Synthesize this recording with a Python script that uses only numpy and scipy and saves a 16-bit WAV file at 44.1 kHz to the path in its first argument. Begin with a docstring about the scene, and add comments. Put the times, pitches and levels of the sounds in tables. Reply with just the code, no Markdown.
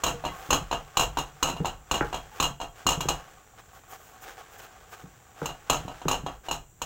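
"""Hard steel knocks, close to the microphone: a sealed fridge compressor is shaken by hand over a
wooden bench in a small workshop. At each swing the sprung motor inside slams into the shell and
chatters against it; the base bumps the bench. Midway the can is only tilted gently and the oil is
heard sloshing alone, then the shaking resumes. Faint room tone and a high whine lie behind it all."""
import sys
import numpy as np
from scipy import signal
from scipy.fft import rfft, irfft, next_fast_len
from scipy.io import wavfile

SR = 44100
rng = np.random.default_rng(int(sys.argv[2]) if len(sys.argv) > 2 else 0)


def master_out(mix):
    """Clip the mix to full scale and print it as 16-bit PCM to the path in sys.argv[1]."""
    frames = np.transpose(np.atleast_2d(mix))
    ceiling = np.clip(frames, -1, 1)
    pcm = np.round(ceiling * 32767).astype(np.int16)
    wavfile.write(sys.argv[1], SR, pcm)


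N = 302085
TAIL = 16384   # samples in one ringing sound

# Levels in the tables are relative: each layer adds its own gain.
# steady air of the workshop: (frequency [Hz], density [dB])
AIR_SPECTRUM = [(30, 2), (50, 7), (75, 3), (100, 6.5), (250, -7.5), (800, -13), (2000, -19.5), (4000, -25),
                (5200, -31.5), (6400, -16), (7400, -8.5), (8200, -16.5), (9200, -28), (12500, -26.5),
                (15700, -16)]
# oil washing around in the can: (time [s], level [dB])
OIL_WASH = [(0.0, -44), (1.49, -51), (1.58, -44), (1.72, -59), (1.95, -50), (2.04, -40), (2.86, -70),
            (3.03, -43), (3.2, -45), (3.47, -54.5), (4.54, -47), (5.28, -54), (5.99, -45), (6.37, -63),
            (6.58, -70.5), (6.85, -77)]
# oil slapping the wall as the can tips: (time [s], level [dB], half length [s], spray level [dB])
OIL_SLAPS = [(0.443, -44.5, 0.098, -54.5), (2.373, -43, 0.032, -58), (2.801, -45, 0.033, -66),
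             (3.594, -46.5, 0.015, -70), (3.765, -51.5, 0.022, -58), (3.935, -42.5, 0.023, -48.5),
             (4.06, -58.5, 0.073, -57.5), (4.242, -44, 0.014, -48.5), (4.294, -42.5, 0.034, -58),
             (4.398, -44.5, 0.02, -64), (4.548, -49.5, .019, -56), (4.602, -43.5, 0.0097, -49.5),
             (4.644, -44.5, 0.021, -53), (4.937, -42, 0.016, -54), (5.002, -48, 0.027, -62),
             (5.44, -43, 0.043, -63), (6.463, -42.5, 0.015, -75)]
# splashing oil: (frequency [Hz], density [dB])
SLOSH_SPECTRUM = [(250, -13.5), (450, 0.5), (600, -5.5), (780, 3), (950, -5), (1200, -3), (1550, -0.5),
                  (2000, -7), (3200, -9.5), (4500, -17), (6500, -13.5), (9000, -22.5), (13000, -29),
                  (15500, -18)]
# fine oil spray: (frequency [Hz], density [dB])
SPRAY_SPECTRUM = [(4000, -9), (7000, 9), (9500, -4), (15500, 9)]
# air space above the oil: (frequency [Hz], width [Hz], level [dB])
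CAVITY_MODES = [(755, 51, 6), (1104, 13.6, -3.5), (1208, 43, 0.5), (1542, 52, -3)]
# large bubbles in the oil: (time [s], starting pitch [Hz], level [dB])
BUBBLES = [(0.135, 486, -37), (0.285, 2060, -43), (0.315, 1111, -35.5), (0.385, 784, -44.5),
           (2.315, 865, -41), (3.900, 783, -52), (4.125, 752, -49), (4.210, 755, -48)]
# boards shuddering under the heavy can: (frequency [Hz], density [dB])
BOARD_SPECTRUM = [(18, 0.5), (30, 1), (42, -2), (57, 5.5), (73, -23), (95, -6), (120, -10.5), (150, 0.5),
                  (220, -37)]
# the wooden bench: (frequency [Hz], width [Hz], level [dB])
BENCH_MODES = [(155.4, 28.7, 1), (195, 71, 0.5), (314, 107, 3.5), (454, 77, 0.5), (605, 150, -3),
               (842, 47, -3.5), (1406, 320, 8.5), (1990, 1300, 6)]
# the base landing on the bench between swings: (time [s], peak level [dB], contact sharpness [Hz])
BASE_BUMPS = [(0.302, -34, 264), (0.489, -29.5, 246), (1.602, -19, 456), (2.009, -13, 3000),
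              (2.856, -24.5, 350), (2.976, -27, 220), (3.053, -20.5, 520), (5.036, -36, 257),
              (5.417, -22.5, 1180), (5.849, -29.5, 237), (6.054, -19.5, 483), (6.234, -30, 220)]
# crowded modes of the motor: (frequency [Hz], density [dB])
MOTOR_SPECTRUM = [(110, -41), (150, -2.5), (215, -5), (320, 2.5), (400, -6.5), (500, 4), (600, -0.5),
                  (780, 4.5), (930, -3), (1100, -10), (1340, -4.5), (1500, -6), (2000, -15.5),
                  (2600, -20.5)]
# crowded modes of the shell wall: (frequency [Hz], density [dB])
WALL_SPECTRUM = [(2000, -41), (2300, -12), (2500, -3.5), (2700, -1.5), (2830, 6.5), (3050, -7.5),
                 (3400, -10), (3800, -11.5), (4080, 1), (4350, -16.5), (4700, -17)]
# bright clash at the point of contact: (frequency [Hz], density [dB])
CLASH_SPECTRUM = [(4300, -59), (4900, -18.5), (5400, -6), (5950, -9), (6500, 3.5), (7400, -2.5), (8000, -5),
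                  (8700, -18.5), (9350, -17), (10800, -21), (13000, -17), (13900, -12), (15700, -16)]
# the motor on its springs: (frequency [Hz], level [dB], t60 [s])
SPRING_MODES = [(695.9, -5, 0.23), (813, -1, 0.17), (957, -5, 0.16), (1126, 3, 0.15), (1253, 1, .14),
                (1350, -12, 0.38)]
# lasting modes of the steel shell: (frequency [Hz], level [dB], t60 [s])
SHELL_MODES = [(2630, -11.5, 0.066), (2750, -8.5, 0.12), (2840, -3, 0.14), (2850, -5.5, 0.16),
               (3050, -10.5, 0.16), (3250, -11.5, 0.25), (3670, -13.5, .11), (3990, -10.5, 0.093),
               (4130, -8.5, 0.072), (6420, -4.5, 0.13), (6460, -14.5, 0.11), (9300, -15.5, 0.1),
               (11450, -20, 0.15), (12600, -23, .12), (13950, -11, .12)]
# the motor hits the shell, flies back and strikes again: (time [s], level [dB], hardness [0-1],
# flight [s], second level [dB], second hardness [0-1], loss per bounce [dB])
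SLAMS = [(0.036, -13, 0.89, 0.028, -16, 0.75, 3.5), (0.239, -24, 0, .011, -19.5, 0.42, 4),
         (0.505, -12.5, .85, .023, -10.5, 0.8, 8), (0.712, -18, 0.36, 0.015, -17.5, 0.46, 7.5),
         (0.97, -12.5, 0.91, 0.024, -13.5, 0.88, 3), (1.171, -16.5, 0.46, .014, -18, 0.78, 10),
         (1.427, -11.5, 0.87, 0.028, -23.5, 0.76, -0.5), (1.565, -28, 0.26, 0.02, -45, 0.1, 13),
         (1.646, -19.5, 0, 0.0089, -18, 0.61, 5.5), (1.912, -14, 0.77, 0.028, -17.5, 0.66, 3),
         (2.128, -21, 0.3, 0.015, -22.5, 0.64, 5.5), (2.4, -13.5, 0.82, 0.025, -15.5, 0.89, 4),
         (2.601, -26.5, 0.44, 0.012, -23, 0.51, 6), (2.866, -12.5, 0.94, 0.022, -15, 0.98, 3.5),
         (3.006, -19, 0.86, .014, -34, .4, 14), (3.086, -15, 1, 0.018, -21, 0.2, 8),
         (5.457, -22.5, 0.93, .033, -26, 0.3, 6.5), (5.698, -10.5, 0.87, 0.031, -19, 0.82, 4),
         (5.88, -28.5, 0.36, 0.019, -32, 0, 7), (6.016, -30.5, 0.24, 0.01, -50, 0.2, 17),
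         (6.082, -14.5, 0.82, 0.03, -15.5, 0.76, 5), (6.263, -20.5, 0.22, 0.021, -26.5, 0, 9),
         (6.485, -23, 0.52, 0.026, -19, 0.86, 6), (6.817, -22, 0.97, 0.038, -34, 0.7, 5)]


def from_db(db):
    return 10 ** (np.asarray(db) / 20)


def unit_rms(x):
    return x / np.sqrt(np.mean(x ** 2, axis=-1, keepdims=True) + 1e-20)


def decay(t60):
    return from_db(-60 * np.arange(TAIL) / SR / t60)


def butter(x, hz, kind, order=2):
    return signal.sosfilt(signal.butter(order, min(hz, .45 * SR), kind, fs=SR, output="sos"), x)


def coloured(x, spectrum):
    """Gives noise a spectrum that falls away beyond its ends; rms 1."""
    size = next_fast_len(x.shape[-1])
    hz, db = np.transpose(spectrum)
    f = np.maximum(np.fft.rfftfreq(size, 1 / SR), 1)
    skirts = np.minimum(1, np.minimum(f / hz[0], hz[-1] / f)) ** 2
    gain = from_db(np.interp(np.log(f), np.log(hz), db)) * skirts
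    return unit_rms(irfft(rfft(x, size) * gain, size)[..., :x.shape[-1]])


def resonate(x, modes):
    """Parallel resonances of alternating sign; a unit click starts each as a sine of its level."""
    out = 0
    for k, (hz, width, db) in enumerate(modes):
        r, w = np.exp(-np.pi * width / SR), 2 * np.pi * hz / SR
        ring = signal.lfilter([0, np.sin(w)], [1, -2 * r * np.cos(w), r * r], x + 1e-18)
        out = out + (-1) ** k * from_db(db) * ring
    return out


def place(times, sounds):
    """Lays one sound at each time."""
    out = np.zeros(N + TAIL)
    for s, sound in zip(times, sounds):
        at = int(np.clip(s * SR, 0, N))
        out[at:at + TAIL] += sound
    return out[:N]


def swells(rows):
    """Power over time of smooth bursts: (time [s], level [dB], half length [s])."""
    t = np.arange(N) / SR
    return sum(from_db(db) ** 2 * np.exp(-np.minimum(((t - s) / half) ** 2, 60))
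               for s, db, half, *_ in rows)


def room_tone():
    """Steady air noise and a faint high whine, far behind the bench."""
    air = from_db(-57.5) * coloured(rng.standard_normal(N), AIR_SPECTRUM)
    whine = from_db(-75) * unit_rms(resonate(rng.standard_normal(N), [(5840, 24, 0)]))
    return air + whine


def workshop(x, wet_db, t60, wall_hz):
    """The near walls add a dull, diffuse tail to the direct sound at the microphone."""
    tail = butter(rng.standard_normal(TAIL), wall_hz, "low", order=1) * decay(t60) * (1 - decay(0.02))
    return x + from_db(wet_db) * signal.fftconvolve(x, tail / np.linalg.norm(tail))[:N]


def oil_spray(lead_s):
    """Fine spray hisses just ahead of each slap of the oil."""
    bursts = [(s - lead_s, spray_db, half) for s, _, half, spray_db in OIL_SLAPS]
    return np.sqrt(swells(bursts)) * coloured(rng.standard_normal(N), SPRAY_SPECTRUM)


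def oil_slosh(surge_lag_s, surge_db, surge_half_s):
    """Oil washes, slaps and surges after each slam; its splashes ring in the air space of the can."""
    surges = [(s + surge_lag_s, db + surge_db, surge_half_s) for s, db, *_ in SLAMS]
    wash_db = np.interp(np.arange(N) / SR, *np.transpose(OIL_WASH))
    power = from_db(wash_db - 4.5) ** 2 + from_db(-3) * swells(OIL_SLAPS + surges)
    grains = (rng.random(N) < 5000 / SR) * rng.standard_normal(N)
    grains *= from_db(1.36 * np.minimum(rng.exponential(1, N), 4))   # a few stand out
    pops = (rng.random(N) < 150 / SR) * rng.standard_normal(N)
    splash = from_db(-1.5) * coloured(grains, SLOSH_SPECTRUM)
    gurgle = from_db(-5) * unit_rms(resonate(pops, CAVITY_MODES))
    return np.sqrt(power) * (splash + gurgle)


def oil_gulps(t60, sag_per_s):
    """A trapped bubble rings, and its pitch sags as the oil moves on."""
    t = np.arange(TAIL) / SR
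    s, hz, db = np.transpose(BUBBLES)
    tones = np.sin(2 * np.pi * hz[:, None] * (t - sag_per_s * t ** 2 / 2))
    return place(s, from_db(db)[:, None] * tones * decay(t60) * (1 - decay(0.026)))


def board_shudders(levels_db):
    """The boards swing slowly under each load."""
    swing = coloured(rng.standard_normal((len(levels_db), TAIL)), BOARD_SPECTRUM)
    return from_db(levels_db)[:, None] * swing * decay(0.51) * (1 - decay(0.026))


def bench_bumps(heavy_db, settle_s, settle_db, settle_hz):
    """The base lands on the boards between swings and settles on them after each heavy slam."""
    settles = [(s + settle_s, db + settle_db, settle_hz) for s, db, *_ in SLAMS if db > heavy_db]
    landings = BASE_BUMPS + settles
    thuds = []
    for _, db, sharp_hz in landings:
        push = signal.unit_impulse(TAIL) + from_db(-28) * rng.standard_normal(TAIL) * decay(0.17)
        push = butter(push, sharp_hz, "low")   # a soft landing wakes only the low modes
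        push = butter(push, 0.1 * sharp_hz, "high")   # a sharp one hardly moves them
        thud = resonate(push, BENCH_MODES)
        thuds.append(from_db(db) * thud / np.abs(thud).max())
    s, db, _ = np.transpose(landings)
    return place(s, np.array(thuds) + board_shudders(db - 20.5))


def crowded_ring(count, spectrum, t60, crack_db, crack_t60, alike):
    """Crowded modes give a crack, then a tail; the share `alike` is the same at every blow."""
    common = np.sqrt(alike) * rng.standard_normal(TAIL)
    fresh = np.sqrt(1 - alike) * rng.standard_normal((count, TAIL))
    envelope = decay(t60) + from_db(crack_db) * decay(crack_t60)
    spreading = 1 - decay(0.0066)   # the blow takes a moment to spread through the steel
    return coloured(common + fresh, spectrum) * envelope * spreading ** 2


def struck_modes(count, modes, scatter_db, tilt_db, detune):
    """Each point of contact gives the modes new strengths (tilt per octave); moving oil detunes them."""
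    age = np.arange(TAIL)
    tones = np.array([from_db(db) * decay(t60) * np.exp(2j * np.pi * hz * age / SR)
                      for hz, db, t60 in modes])
    octaves = np.log2(np.array(modes)[:, 0])
    size, phase = rng.uniform(-0.85, 1, (2, count, len(modes)))
    gains = from_db(scatter_db * size + tilt_db * (octaves - octaves.mean()))
    rings = ((gains * np.exp(1j * np.pi * phase)) @ tones).real * (1 - decay(0.0013))
    speeds = 1 + detune * rng.standard_normal(count)
    return np.array([np.interp(age * speed, age, ring, right=0) for speed, ring in zip(speeds, rings)])


def can_jolts(force):
    """The whole can gives a hollow knock of two or three cycles; stronger blows sound higher."""
    hz = np.interp(force, [0, 1], [834, 1081])
    width_hz = np.interp(force, [0, 1], [536, 450])
    t = np.arange(TAIL) / SR
    age = np.minimum(np.pi * width_hz * t, 50)
    return -np.sin(2 * np.pi * hz * t) * (age / 2) ** 2 * np.exp(2 - age)


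def rebounds(blows, gap_s, loss_db, count=3):
    """Each blow is followed by a few weaker bounces at uneven gaps."""
    out = blows.copy()
    for row, blow, (gaps, sizes) in zip(out, blows, .5 + rng.random((len(blows), 2, count))):
        for k, lag in enumerate(np.cumsum(gap_s * gaps * SR).astype(int)):
            row[lag:] += (-1) ** k * from_db(loss_db) * sizes[k] / (k + 1) * blow[:TAIL - lag]
    return out


def motor_chatter(bounces, first_gap_s, shrink, softening):
    """Slam, second blow, then shrinking bounces: (time [s], level [dB], hardness)."""
    rows = []
    for s, db, hard, flight_s, second_db, second_hard, loss_db in SLAMS:
        rows += [(s, db, hard), (s + flight_s, second_db, second_hard)]
        gaps = first_gap_s * shrink ** np.arange(bounces) * (1 + .08 * rng.standard_normal(bounces))
        for k, lag in enumerate(np.cumsum(gaps), 1):
            rows.append((s + flight_s + lag, second_db - k * loss_db, second_hard - k * softening))
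    return np.array(rows)


def motor_knocks():
    """Close up, the motor jolts the can, rings itself, sets the shell ringing and shakes the boards."""
    s, clunk_db, hard = motor_chatter(bounces=3, first_gap_s=.0155, shrink=.85, softening=0.031).T
    count = len(s)
    # hard blows ring and clash more; weak ones favour the low modes
    ring_db = clunk_db + np.interp(hard, [0, 1], [-15.5, -3.5])
    clash_db = clunk_db + np.interp(hard, [0, 1], [-28.5, -7.5])
    force = np.interp(clash_db, [-42, -25], [0, 1])[:, None]
    motor = crowded_ring(count, MOTOR_SPECTRUM, t60=0.2, crack_db=9, crack_t60=0.018, alike=0.53)
    springs = struck_modes(count, SPRING_MODES, scatter_db=0.5, tilt_db=10 * (force - 1.11), detune=.0067)
    wall = crowded_ring(count, WALL_SPECTRUM, t60=0.11, crack_db=6.5, crack_t60=0.014, alike=0.49)
    shell = struck_modes(count, SHELL_MODES, scatter_db=9.5, tilt_db=5.4 * (force - .97), detune=.0068)
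    clash = crowded_ring(count, CLASH_SPECTRUM, t60=0.2, crack_db=8.5, crack_t60=0.034, alike=0.75)
    clunk = from_db(-0.38) * can_jolts(force) + from_db(-15) * motor + from_db(-20) * springs
    ring = from_db(-7.5) * wall + from_db(-12.5) * shell
    clunk_gain, ring_gain, clash_gain = from_db([clunk_db, ring_db, clash_db - 9])[:, :, None]
    blows = clunk_gain * clunk + ring_gain * ring + clash_gain * clash
    return place(s, rebounds(blows, gap_s=.011, loss_db=-14) + board_shudders(clunk_db - 22))


def widen(x, side_db, above_hz):
    """The can sits centre; a bright burst at each attack makes left and right differ."""
    treble_power = butter(x, above_hz, "high", order=4) ** 2
    fast = butter(treble_power, 150, "low", order=1)
    slow = butter(treble_power, 8, "low", order=1)
    attack = np.clip(1 - 2 * slow / (fast + 1e-12), 0, 1)
    side = from_db(side_db) * attack * np.sqrt(fast) * coloured(rng.standard_normal(N), CLASH_SPECTRUM)
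    return np.array([x + side, x - side])


def scene():
    """The shaken can and its oil in front of the microphone, the workshop behind."""
    background = room_tone()
    can = motor_knocks()
    can += bench_bumps(heavy_db=-15, settle_s=.103, settle_db=-20.5, settle_hz=189)
    can += oil_gulps(t60=0.22, sag_per_s=0.56)
    can = workshop(can, wet_db=-15.5, t60=0.27, wall_hz=4020)
    can = widen(can, side_db=-4, above_hz=6000)
    oil = oil_slosh(surge_lag_s=0.057, surge_db=-32, surge_half_s=0.051) + oil_spray(lead_s=0.01)
    return background + oil + can


def record(dry):
    """The microphone chain cuts the top steeply."""
    cutoff_hz = 15800
    return signal.sosfilt(signal.ellip(10, .2, 80, cutoff_hz, fs=SR, output="sos"), dry)


dry = scene()
out = record(dry)
master_out(out)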